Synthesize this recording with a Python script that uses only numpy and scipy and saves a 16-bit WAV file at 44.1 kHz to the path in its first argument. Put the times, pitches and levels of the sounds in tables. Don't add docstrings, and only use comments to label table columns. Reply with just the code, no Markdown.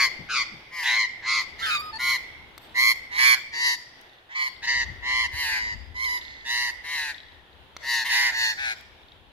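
import sys
import numpy as np
from scipy import signal
from scipy.fft import rfft, irfft
from scipy.io import wavfile
from scipy.ndimage import uniform_filter1d

SR = 44100
rng = np.random.default_rng(int(sys.argv[2]) if len(sys.argv) > 2 else 0)


def bounce(signal):
    frames = np.transpose(np.atleast_2d(signal))
    limited = np.clip(frames, -1, 1)
    pcm = np.round(limited * 32767).astype(np.int16)
    wavfile.write(sys.argv[1], SR, pcm)


def boost_factor(decibels):
    exponent = np.asarray(decibels, float) / 20
    return 10 ** exponent


N = 410995
CUTOFF_HZ = 17200


def rms_one(x):
    return x / np.sqrt(np.mean(x ** 2) + 1e-20)


def at_hz(points, hz):
    table_hz, value = np.array(points)[:, 0], np.array(points)[:, 1]
    return np.interp(np.log(hz), np.log(table_hz), value)


def in_time(rows, t):
    time_s, *columns = np.transpose(rows)
    return [np.interp(t, time_s, c) for c in columns]


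def drift(rate_hz, size, count=1):
    r = np.exp(-40 * np.pi * rate_hz / SR)
    coarse = rng.standard_normal((count, max(size, SR // 2) // 20 + 502))
    slow = signal.lfilter([1], [1, -2 * r, r * r], coarse)
    slow = slow[:, 500:size // 20 + 502]
    at = np.arange(size) / 20
    return np.array([np.interp(at, np.arange(len(row)), rms_one(row)) for row in slow]).squeeze()


def band(x, lo_hz, hi_hz):
    return signal.sosfilt(signal.butter(2, [lo_hz, hi_hz], "band", fs=SR, output="sos"), x)


def high(x, order, hz):
    return signal.sosfilt(signal.butter(order, hz, "high", fs=SR, output="sos"), x)


def low_pass(x, order, hz):
    return signal.sosfilt(signal.butter(order, hz, fs=SR, output="sos"), x)


def shaped_noise(spectrum, channels):
    hz = np.fft.rfftfreq(N, 1 / SR) + 1
    return rms_one(irfft(rfft(rng.standard_normal((channels, N))) * boost_factor(at_hz(spectrum, hz)), N))


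def add(out, x, start_s, pan_db=0, lag=0, reach=500):
    treble = high(x, 3, 3000)
    for side, sign in enumerate((1, -1)):
        first = round(start_s * SR) + max(round(sign * lag), 0)
        delays = [0, *rng.integers(40, int(reach), 3)]
        scattered = boost_factor(-5) * rng.choice([-1, 1], (3, 1)) * treble
        for delay, sound in zip(delays, [x, *scattered]):
            i = first + delay
            out[side, i:i + len(x)] += boost_factor(sign * pan_db / 2) * sound[:N - i]


def fades(t, rise_s, fall_s):
    rise = np.clip((t - t[0]) / rise_s, 0, 1) if t[0] > 0 else 1
    return rise * np.clip((t[-1] - t) / fall_s, 0, 1)


# start_s, length_s, crest_db, crest_hz, arch_depth_hz
ARCHED = [
    (0.845,0.22,-21,1064,53),
    (1.235,0.19,-23.5,1074,18),
    (1.982,0.19,-21,1070,26),
    (2.74,.19,-16,1093,67),
    (3.164,0.19,-12.5,1104,22.5),
    (4.339,0.15,-22.5,1038,-40),
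    (4.654,.19,-23,971,15.5),
    (5.011,0.26,-21,1029,22.5),
    (6.441,.27,-24.5,979.4,22.5),
    (8.083,0.23,-20.5,998,45.5),
]
# start_s, length_s, crest_db, from_hz, to_hz
FALLING = [(-.11,.2,-22,1171,1054),(0.284,0.16,-28,1319,1075),(1.25,0.2,-34.5,1291,1181),(1.58,0.21,-37,1017,748),(3.518,0.24,-25.5,980.6,964.4),
           (5.308,0.31,-32.5,993.6,840.4),(5.469,0.29,-33,1024,952),(6.829,.31,-33.5,1015,860),(7.817,0.24,-28,956,910),(8.309,0.24,-28,927.6,888),(8.566,0.18,-34,823,764)]
# start_s, length_s, crest_db, from_hz, to_hz
FADING = [
    (0,0.068,-26,956,892),
    (.285,0.12,-29,1580,1294),
    (.83,0.16,-29,956,802),
    (3.18,.21,-26.5,940,806),
    (6.2,0.32,-42,999,983),
    (8.04,0.31,-30.5,998,791),
    (3.97,0.3,-57,985,964),
]
# start_s, length_s, crest_db, from_hz, to_hz
LEAD_IN = [
    (.69,0.15,-37.5,1045,975),
    (1.2,0.071,-44,980,909),
    (3.09,0.11,-35,981,1037),
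    (4.275,.07,-47,886,1000),
    (4.61,0.052,-38,888,978),
]
# start_s, length_s, crest_db, from_hz, to_hz
CLEAR = [
    (5.94,.265,-29.5,1051,989.6),
]
# flutter_per_s, shake_depth, upper_overtones_db, top_hiss_db, beak_resonance_hz
ARCHED_VOICE = [(117.8,0.573,-8.5,-39,4320),(114.1,0.55,-9,-48,4300),(127,0.62,-6.5,-21,4180),(124.6,0.63,-8.5,-18.5,4310),(135.7,0.757,-10,-23,4430),
                (142.3,0.71,-12,-23,4450),(135.3,0.53,-6.5,-37,4370),(127,0.61,-6.5,-27,4380),(128.1,0.6,-5.5,-25,4400),(127,0.65,-6.5,-27,4520)]
FALLING_VOICE = [(137.8,0.55,-4.5,-18.5,4610),(128.5,0.86,-4.5,-24.5,4570),(129.6,1,1,-13.5,4480),(146.3,0.59,1.5,-3,4440),(134,0.53,-4.5,-20,4410),
                 (142.6,0.64,-1.5,-19,4370),(117.8,0.61,-12.5,-41,4700),(159,0.69,-3.5,-17.5,4110),(135.2,0.57,-4.5,-23.5,4230),(124.46,0.58,-3,-20,4260),(129.3,0.74,1,-18,3900)]
FADING_VOICE = [(150,0.83,-5,-20,4550),(123,1,-26,-52,6400),(130.8,0.91,3,-15.5,3630),(134.7,0.68,0,-20,5000),(161,0.52,-10.5,-49,4400),(123.4,0.88,1.5,-8.5,3800),(127,0.79,-22,-38,4200)]
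LEAD_IN_VOICE = [(169,0.61,-6.5,-15,4760),(138,1,-6,-65,4050),(181,0.61,-7.5,-24,4070),(144,1,-7.5,-37,3360),(136.5,0.76,-1,-28,4000)]
CLEAR_VOICE = [(120.7,0.32,-13,-24.5,4650)]
# beak_opens_from_below_hz, upper_tilt_db, top_hiss_tilt_db, third_partial_db
ARCHED_SWEEP = [(800,-1.5,-7,-0.5),(100,0,0.5,-0.5),(200,-1,-1.5,0.5),(200,1,2,-1.5),(200,0,-2,1),(200,2,11,1.5),(-300,0,3,-3),(500,1,4,8),(900,-3.5,-2.5,-1),(205,-3.5,-5,0)]
FALLING_SWEEP = [(100,1.9,5,-4.5),(100,0.5,23,0.5),(100,1.3,18,-0.5),(100,0.78,8.5,-3.5),(-200,-0.24,2.5,-3),(101,-0.41,-3,3),(105,0.14,-2,-1.5),(202,-0.012,-1.5,2),(-200,-1,-4,-2.5),(-200,0.5,1.5,-1.5),(102,1.1,3.5,4)]
FADING_SWEEP = [(100,0.5,0.45,4),(100,0.5,0.5,-9),(100,0.43,0.5,1),(100,1,0.5,0.5),(100,0.5,0.5,0.5),(100,0.66,0.5,3),(100,0.5,0.65,0.5)]
LEAD_IN_SWEEP = [(-300,0.38,0.71,0.69),(100,0.5,0.5,0.5),(100,0.5,0.5,0.5),(100,0.5,0.5,0.5),(100,-2.9,-2,0.46)]
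CLEAR_SWEEP = [(102,-0.73,2.6,-1.7)]
# share_of_length, level_db against the crest
ARCHED_BREATH = [(0,-13),(.25,-3),(0.631,-2),(0.869,-4.5),(1,-7)]
FALLING_BREATH = [(0,-8),(0.222,-2.5),(.52,3.5),(0.842,-2),(0.998,-16)]
FADING_BREATH = [(0,2.5),(.15,-1.5),(.3,-1),(.75,-6),(1,-13)]
LEAD_IN_BREATH = [(0,-24),(.28,-1),(.7,6.5),(.9,5),(1.002,15)]
CLEAR_BREATH = [(0,-8.5),(.38,3.5),(0.55,2),(.88,1.5),(1,-16)]
# shoulder_share, shoulder_db, last_hold_share, last_hold_db
ARCHED_LEAN = [(0.4,-2,0.77,-0.5),(0.239,-2,0.79,-0.5),(0.24,-6.5,0.76,-3.5),(0.25,-4,.9,-2.5),(0.33,-4.5,.9,-3.5),(0.155,-4,0.736,-4.5),(0.164,0.5,.82,-2),(0.26,-5.5,0.8,-3),(0.26,-4,.85,-3),(.25,-2.5,0.81,-1.5)]
FALLING_LEAN = [(.22,-2,.86,-1.1),(0.246,0.5,.88,-1),(0.23,2.5,.85,-4.5),(0.36,-1.5,.85,-3.5),(0.45,0.5,0.96,-2.2),(0.305,3,.88,-1),(0.218,6,.92,1),(0.301,2.5,.9,-0.5),(.3,0,.86,0),(0.274,1,.85,0.2),(0.24,1.5,.88,2)]
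# start_db, crest_share
ARCHED_ONSET = [(-6,0.58),(-19,.6),(-13,0.625),(-18,.6),(-13,0.61),(-12,0.58),(-11,0.44),(-21,0.71),(-16,0.6),(-10,0.66)]
FALLING_ONSET = [(-11,0.66),(-6,0.55),(-7,.52),(-1,0.36),(-10.5,0.67),(-9.5,.5),(-3,.55),(-7,.5),(-14.5,0.52),(-9,.55),(-2,.6)]
ARCHED_FIRST_DB = [-2,1,0.5,-3.5,-2,0.5,-2.5,2,1,-1.5]
FALLING_FIRST_DB = [-1,-2.5,.5,-9.5,-2.5,1.5,-3,0.5,.5,-1.5,-2]
FADING_FIRST_DB = [-5.5,3,4.5,-2.5,-14,5,-14]
# time_s, left_over_right_db, left_lag_samples
FIRST_BIRD = [(0,1,1),(.69,1.5,-2),(.83,0,1),(1.2,0,0),(1.98,0,0),(2.74,-2,6),(3.09,-4,12),(3.165,-4,12),(3.18,-1,4),(3.97,-1,11),(4.34,-1,11),(4.61,0,3),(5.0,-.5,5),(5.94,-3,11),(6.2,-3,10),(6.44,-2.3,4),(8.04,1,-2),(8.086,-1,4)]
SECOND_BIRD = [(0,1,1),(.285,.5,1),(1.25,0,0),(1.58,0,-1),(3.52,1,-8),(5.31,.3,-4),(5.47,1,12),(6.83,1.3,-3),(7.82,1.5,-1),(8.31,-.5,-7),(8.565,3,-10)]


def scolding():
    out = np.zeros((2, N))
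    arch_returns = 0.393
    arched = [(s, length, db, hz - depth, hz, hz - arch_returns * depth) for s, length, db, hz, depth in ARCHED]
    clear = [(*row, row[-1]) for row in CLEAR]
    arched_breaths = [leaning(ARCHED_BREATH, *own) for own in zip(ARCHED_LEAN, ARCHED_ONSET)]
    falling_breaths = [leaning(FALLING_BREATH, *own) for own in zip(FALLING_LEAN, FALLING_ONSET)]
    fading_breaths = [FADING_BREATH] * len(FADING)
    lead_in_breaths = [LEAD_IN_BREATH] * len(LEAD_IN)
    same = np.zeros(9)
    kinds = [
        (arched, ARCHED_VOICE, arched_breaths, ARCHED_SWEEP, -10, ARCHED_FIRST_DB, FIRST_BIRD),
        (slides(FALLING), FALLING_VOICE, falling_breaths, FALLING_SWEEP, -9, FALLING_FIRST_DB, SECOND_BIRD),
        (slides(FADING), FADING_VOICE, fading_breaths, FADING_SWEEP, -10.5, FADING_FIRST_DB, FIRST_BIRD),
        (slides(LEAD_IN), LEAD_IN_VOICE, lead_in_breaths, LEAD_IN_SWEEP, -7.5, same, FIRST_BIRD),
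        (clear, CLEAR_VOICE, [CLEAR_BREATH], CLEAR_SWEEP, -8.5, same, FIRST_BIRD)]
    for rows, voices, breaths, sweeps, kind_db, own_db, flight in kinds:
        for row, voice, breath, sweep, lean_db in zip(rows, voices, breaths, sweeps, own_db):
            flutter, shake, *colour = voice
            first_db = kind_db + lean_db + 15 * (row[4] / 1000 - 1)
            flutter_end = flutter * (1 - 0.1008)
            path = course(breath, *row)
            sound = call(path, flutter, flutter_end, shake, 0.044 * shake, first_db, *colour, *sweep)
            pan_db, lag = in_time(flight, row[0])
            add(out, sound, max(row[0], 0), pan_db, lag)
    return out


def slides(rows):
    return [(s, length, db, a, (a + b) / 2, b) for s, length, db, a, b in rows]


def leaning(breath, lean, onset):
    start_db, crest_share = onset
    return [(0, start_db), lean[:2], (crest_share, breath[2][1]), lean[2:], breath[4]]


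def course(breath, start_s, length_s, crest_db, from_hz, crest_hz, to_hz):
    share, under_db = np.transpose(breath)
    tone_hz = [from_hz - 55.9, from_hz, crest_hz, to_hz, to_hz - 57.7]
    return np.transpose([start_s + length_s * np.sort(share), tone_hz, crest_db + under_db])


# pitch_hz, level_db
THROAT = [(1300,-7.5),(1600,4.5),(2200,3.5),(2420,-5),(3200,-15),(3700,-16.5),(5500,-18),(7000,-20.5),(8300,-36),(9800,-33),(12000,-34.5),(14000,-42),(15800,-45)]
# time_s, hiss_top_hz
TOP_EDGE = [(0,14800),(.285,13900),(.84,14700),(1.6,14000),(2.0,14800),(2.74,15400),(3.17,14700),(3.52,13000),(4.65,13500),(5.0,12200),(5.3,14100),(5.94,14600),(6.44,12200),(6.83,12200),(7.82,14300),(8.31,14100),(8.56,13000)]


def call(path, flutter_from, flutter_to, shake, hoarse, first_db, upper_db, top_db, beak_hz,
         opens_hz, upper_tilt_db, top_tilt_db, third_db):
    t = np.arange(max(path[0][0], 0), path[-1][0], 1 / SR)
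    along = np.linspace(0, 1, len(t))
    hoarse = min(hoarse, 0.04)
    tone_hz, level_db = uniform_filter1d(in_time(path, t), size=SR // 70, mode="nearest")

    flutter_hz = np.linspace(flutter_from, flutter_to, len(t)) * (1 + 0.0514 * drift(28.7, len(t)))
    flutter = 2 * np.pi * np.cumsum(flutter_hz) / SR
    swing = np.cos(flutter) + 0.091 * np.cos(2 * flutter + 4.4)
    unsteady = hoarse * (0.25 * drift(30, len(t)) + 0.28 * drift(250, len(t)))
    steady_hz = tone_hz * (1 + unsteady)
    shaken_hz = shake * flutter_hz * swing

    k = np.arange(1, 15)[:, None]
    partial_hz = k * (steady_hz + shaken_hz)
    beak_now_hz = beak_hz - opens_hz * (1 - along) ** 2
    beak_db = 14 / (1 + ((partial_hz - beak_now_hz) / 300) ** 2)
    patchy_db = np.minimum(0.33 * k, 3.5) * drift(110, len(t), count=14)
    gain = boost_factor(at_hz(THROAT, partial_hz) + beak_db + patchy_db) * (partial_hz < CUTOFF_HZ)
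    gain[0] = boost_factor(first_db + patchy_db[0])
    gain[2] *= boost_factor(third_db)
    turn, shaken = 2 * np.pi * np.cumsum([steady_hz, shaken_hz], axis=1) / SR
    phase = k * turn + k ** 0.89 * shaken + rng.uniform(0, 2 * np.pi, k.shape)
    partials = gain * np.sin(phase)

    low = rms_one(partials[:2].sum(0))
    rasp = rms_one(band(rng.standard_normal(SR // 2)[:len(t)], beak_hz - 600, beak_hz + 1300))
    upper = rms_one(rms_one(partials[2:8].sum(0)) + 4.5 * hoarse * rasp)
    hiss = rms_one(band(rng.standard_normal(SR // 2)[:len(t)], 7500, 14700))
    top = rms_one(rms_one(partials[8:].sum(0)) + 0.74 * hiss)
    top = rms_one(low_pass(top, 6, in_time(TOP_EDGE, t[0])[0]))

    effort_db = level_db - level_db.max()
    voice = low + boost_factor(upper_db + 0.34 * effort_db + upper_tilt_db * (2 * along - 1.5)) * upper
    voice += boost_factor(top_db + 1.0 + 0.55 * effort_db + top_tilt_db * (2 * along - 2)) * top
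    throb = 1 + 0.27 * np.cos(flutter + 1.08)
    return boost_factor(level_db) * fades(t, 0.021, 0.008) * throb * voice


# start_s, length_s, start_hz, level_db, loud_overtone_db
WAILS = [
    (1.62,0.049,1800,-33.5,-3),
    (1.62,0.09,1584,-29.5,-10.5),
    (1.66,0.11,1289,-29.5,-11.5),
]
HELD = [
    (1.745,0.07,1197,-32,-3.5),
    (1.812,0.1,1258,-35,-16),
    (1.991,0.133,1426,-35.5,-17),
]
PIPS = [
    (1.607,0.056,1345,-34.5,-25),
    (1.925,0.053,876,-37,-0.5),
]
RASPS = [
    (1.695,0.077,2570,-26,-30),
    (1.7,0.076,3800,-31,-29),
    (1.69,0.068,1400,-28,-35),
]
LOUD_OVERTONE = [2,2,4,4,4,4,4,5,2,2,2]


def whistling():
    out = np.zeros((2, N))
    kinds = [(WAILS, -0.616, 0.012), (HELD, -0.12, 0.005), (PIPS, 0.35, 0.007), (RASPS, -0.47, 0.02)]
    notes = [(glide, rough, *row) for rows, glide, rough in kinds for row in rows]
    for (glide, rough, s, length, hz, level_db, loud_db), order in zip(notes, LOUD_OVERTONE):
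        to_hz = hz * (1 + glide * length)
        add(out, whistle(s, s + length, hz, to_hz, rough, level_db, loud_db, order), s, -1.0, lag=-8)
    return out


def whistle(start_s, end_s, from_hz, to_hz, rough, level_db, loud_db, order):
    t = np.arange(start_s, end_s, 1 / SR)
    hz = np.linspace(from_hz, to_hz, len(t)) * (1 + rough * drift(170, len(t)))
    turn = 2 * np.pi * np.cumsum(hz) / SR
    tone = np.sin(turn) + boost_factor(loud_db - 1) * (np.sin(2 * turn) + 0.22 * np.sin(3 * turn))
    tone += boost_factor(loud_db) * np.sin(order * turn)
    faint = sum(np.sin(k * turn) for k in range(6, 12) if k * from_hz < 14000)
    tone += boost_factor(-30 + 0.5 * loud_db + 4 * drift(40, len(t))) * faint
    return boost_factor(level_db) * fades(t, 0.0086, 0.0047) * tone


# start_s, peak_db, bright_edge_db, left_over_right_db
SNAPS = [
    (2.579, -23.5, -8, 7),
    (4.0128, -38, -3, 11),
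    (7.7661, -20, -25, 1),
    (8.8096, -38, -4, -9),
    (9.1192, -79, -42, -39),
]


def beak_snaps():
    out = np.zeros((2, N))
    for s, peak_db, top_db, pan_db in SNAPS:
        add(out, boost_factor(peak_db) * snap(top_db), s, pan_db, reach=190)
    return out


def snap(top_db):
    t = np.arange(int(0.02 * SR)) / SR
    crack = rng.standard_normal(len(t))
    modes = [(1350, 0.8), (2100, 1.0), (3600, 0.6), (4300, 0.6), (5800, 0.4)]   # Hz, strength
    body = sum(np.sin(2 * np.pi * hz * t) * g for hz, g in modes) * np.exp(-t / 0.0013)
    edge = rms_one(band(crack, 4200, 16500)) * np.exp(-t / 0.0005)
    body_share = np.clip(1 - boost_factor(top_db), 0.05, 1)
    return body / np.abs(body).max() * body_share + boost_factor(top_db) * 0.5 * edge


# start_s, peak_db
CHATTER = [(2.6459, -48), (2.6953, -47), (4.0946, -49), (4.133, -49), (4.185, -49), (4.564, -41),
           (5.9673, -40), (6.0016, -35), (6.045, -31), (6.088, -36), (6.135, -35), (6.1767, -32),
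           (6.214, -33.5), (6.251, -34), (6.2807, -36), (6.3061, -39), (6.3403, -39), (6.3674, -40),
           (6.4103, -44), (7.1448, -33), (7.1811, -33), (7.2027, -34.5), (7.2325, -42), (7.2656, -45),
           (7.2844, -43), (7.3198, -45), (7.3444, -47), (7.53, -50), (7.6944, -61), (9.0329, -49),
           (9.085, -45), (9.1196, -39.5)]


def chatter():
    out, t = np.zeros((2, N)), np.arange(int(0.037 * SR)) / SR
    for s, peak_db in CHATTER:
        hz = 3750 * (1 + 0.015 * rng.standard_normal())
        tick = np.sin(2 * np.pi * hz * t) * t / 0.0004 * np.exp(1 - t / 0.0004)
        ring = 0.12 * rms_one(band(rng.standard_normal(len(t)), 3450, 4050)) * np.exp(-t / 0.014)
        add(out, boost_factor(peak_db + 1.0) * (tick + ring), s, 1.0, reach=90.4)
    return out


# pitch_hz, ring_s
YARD_T60 = [(500,1),(1100,0.46),(2000,0.79),(5000,0.69),(7500,0.56),(12000,0.34)]


def yard(x):
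    t = np.arange(int(1.5 * SR)) / SR
    edges = np.geomspace(500, 14000, 9)
    white = rng.standard_normal((2, len(t)))
    tail = np.zeros((2, len(t)))
    for lo, hi in zip(edges, edges[1:]):
        tail += band(white, lo, hi) * boost_factor(-60 * t / at_hz(YARD_T60, np.sqrt(lo * hi)))
    tail *= np.clip((t - 0.01) / 0.035, 0, 1)
    tail *= boost_factor(2.0 * drift(20, len(t)))
    tail *= 1 + 0.096 * np.exp(-((t - 0.17) / 0.36) ** 2)
    tail /= np.sqrt(np.sum(tail ** 2) / 2)
    stirred = x.mean(0) * (0.55 + 0.83 * drift(45, N, count=2))
    return signal.fftconvolve(stirred, tail, axes=1)[:, :N]


# pitch_hz, level_db per Hz
HUM = [(65, -6), (110, -3.5), (205, -9), (358, -2.5), (565, -3), (872, 0.5), (1240, -6), (1660, -3),
       (2210, -7), (3490, -3), (5740, -26), (8330, -27.5), (15500, -32)]
# pitch_hz, likeness (0 to 1)
LIKENESS = [(100,1),(500,0.57),(1500,0.032),(5000,0.041),(12000,.1)]
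# time_s, level_db about its mean
TRAFFIC = [(0,5.5),(.5,4.5),(.78,-4),(1.6,4),(3.3,-0.5),(4.0,-4.5),(4.35,-9),(4.7,1.5),(7.3,-4),(8.3,-1),(9.32,-4)]


def suburban_hum(t):
    traffic_db, = in_time(TRAFFIC, t)
    hz = np.fft.rfftfreq(N, 1 / SR) + 1
    alike = np.clip(at_hz(LIKENESS, hz), 0, 1)
    mid, side = rfft(shaped_noise(HUM, channels=2))
    sides = np.array([np.sqrt(1 + alike) * mid + sign * np.sqrt(1 - alike) * side for sign in (1, -1)])
    is_low = 1 / (1 + (hz / 340) ** 6)
    rumble, hum = irfft(sides * is_low, N), irfft(sides * (1 - is_low), N)
    hum /= np.std(band(hum.mean(0), 280, 834))
    hum *= boost_factor(1.2 * drift(3, N))
    rumble = rms_one(rumble) * boost_factor([[0.8], [-0.8]])
    return boost_factor(-61 + 0.57 * traffic_db) * hum + boost_factor(-60 + traffic_db) * rumble


# pitch_hz, level_db per Hz
WIND = [(12, -23), (20, -50), (38, -6), (76, 2), (143, -39), (182, -25), (250, -17.5), (320, -41),
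        (550, -120)]
# time_s, wind_db
GUSTS = [(0,-74),(.18,-71),(.78,-97),(1.6,-69),(3.2,-71.5),(4.33,-91),(4.9,-51),(5.0,-59),(5.6,-61.5),(5.76,-54.5),(6.07,-66.5),(7.34,-72.5),(9.32,-70.5)]


def wind_on_ports(t):
    wind_db, = in_time(GUSTS, t)
    left, right = shaped_noise(WIND, channels=2) * boost_factor(2.0 * drift(8.3, N))
    return boost_factor(wind_db + 13.5) * np.array([left, boost_factor(-12) * (0.5 * left + 0.85 * right)])


# start_s, peak_db, pitch_hz
BUFFETS = [
    (0.189, -26, 157),
    (0.518, -33, 188),
    (1.94, -40.5, 127),
    (4.75, -32, 76),
    (4.883, -22, 81),
    (5.326, -29, 70.4),
    (5.718, -34, 127),
    (5.891, -32, 74.7),
]


def buffets():
    out, t = np.zeros(N), np.arange(int(0.15 * SR)) / SR
    shape = t / 0.023 * np.exp(1 - t / 0.016)
    for s, peak_db, hz in BUFFETS:
        thud = band(rng.standard_normal(2 * len(t)), 0.66 * hz, 1.44 * hz)[len(t):]
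        i = round(s * SR)
        out[i:i + len(t)] += boost_factor(peak_db - 12.5) * shape * rms_one(thud)
    return out * boost_factor([[3.0], [-4.0]])


def scene():
    t = np.arange(N) / SR
    birds = scolding() + whistling() + chatter() + beak_snaps()
    nearness = 0.4 + uniform_filter1d(np.abs(birds.mean(0)), size=SR // 6) / 0.03
    echo = boost_factor(-13) * yard(birds * nearness ** -0.45)
    return birds + echo + suburban_hum(t) + wind_on_ports(t) + buffets()


def top_cut(x):
    return signal.sosfilt(signal.butter(12, 15740, fs=SR, output="sos"), x)


def record(dry):
    treble = high(dry, 2, 7500)
    chest = low_pass(dry, 1, 1300)
    ports = dry + treble * [[-0.35], [0.3]] + chest * [[0.12], [-0.12]]
    ports *= boost_factor([[-0.4], [0.4]])
    ports -= 0.49 * signal.lfilter(*signal.iirpeak(8100, 6.3, fs=SR), ports)
    ports = 0.75 * np.tanh(ports / 0.75)
    mix = signal.sosfilt(signal.cheby2(12, 70, CUTOFF_HZ, fs=SR, output="sos"), ports)
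    return top_cut(mix)


dry = scene()
out = record(dry)
bounce(out)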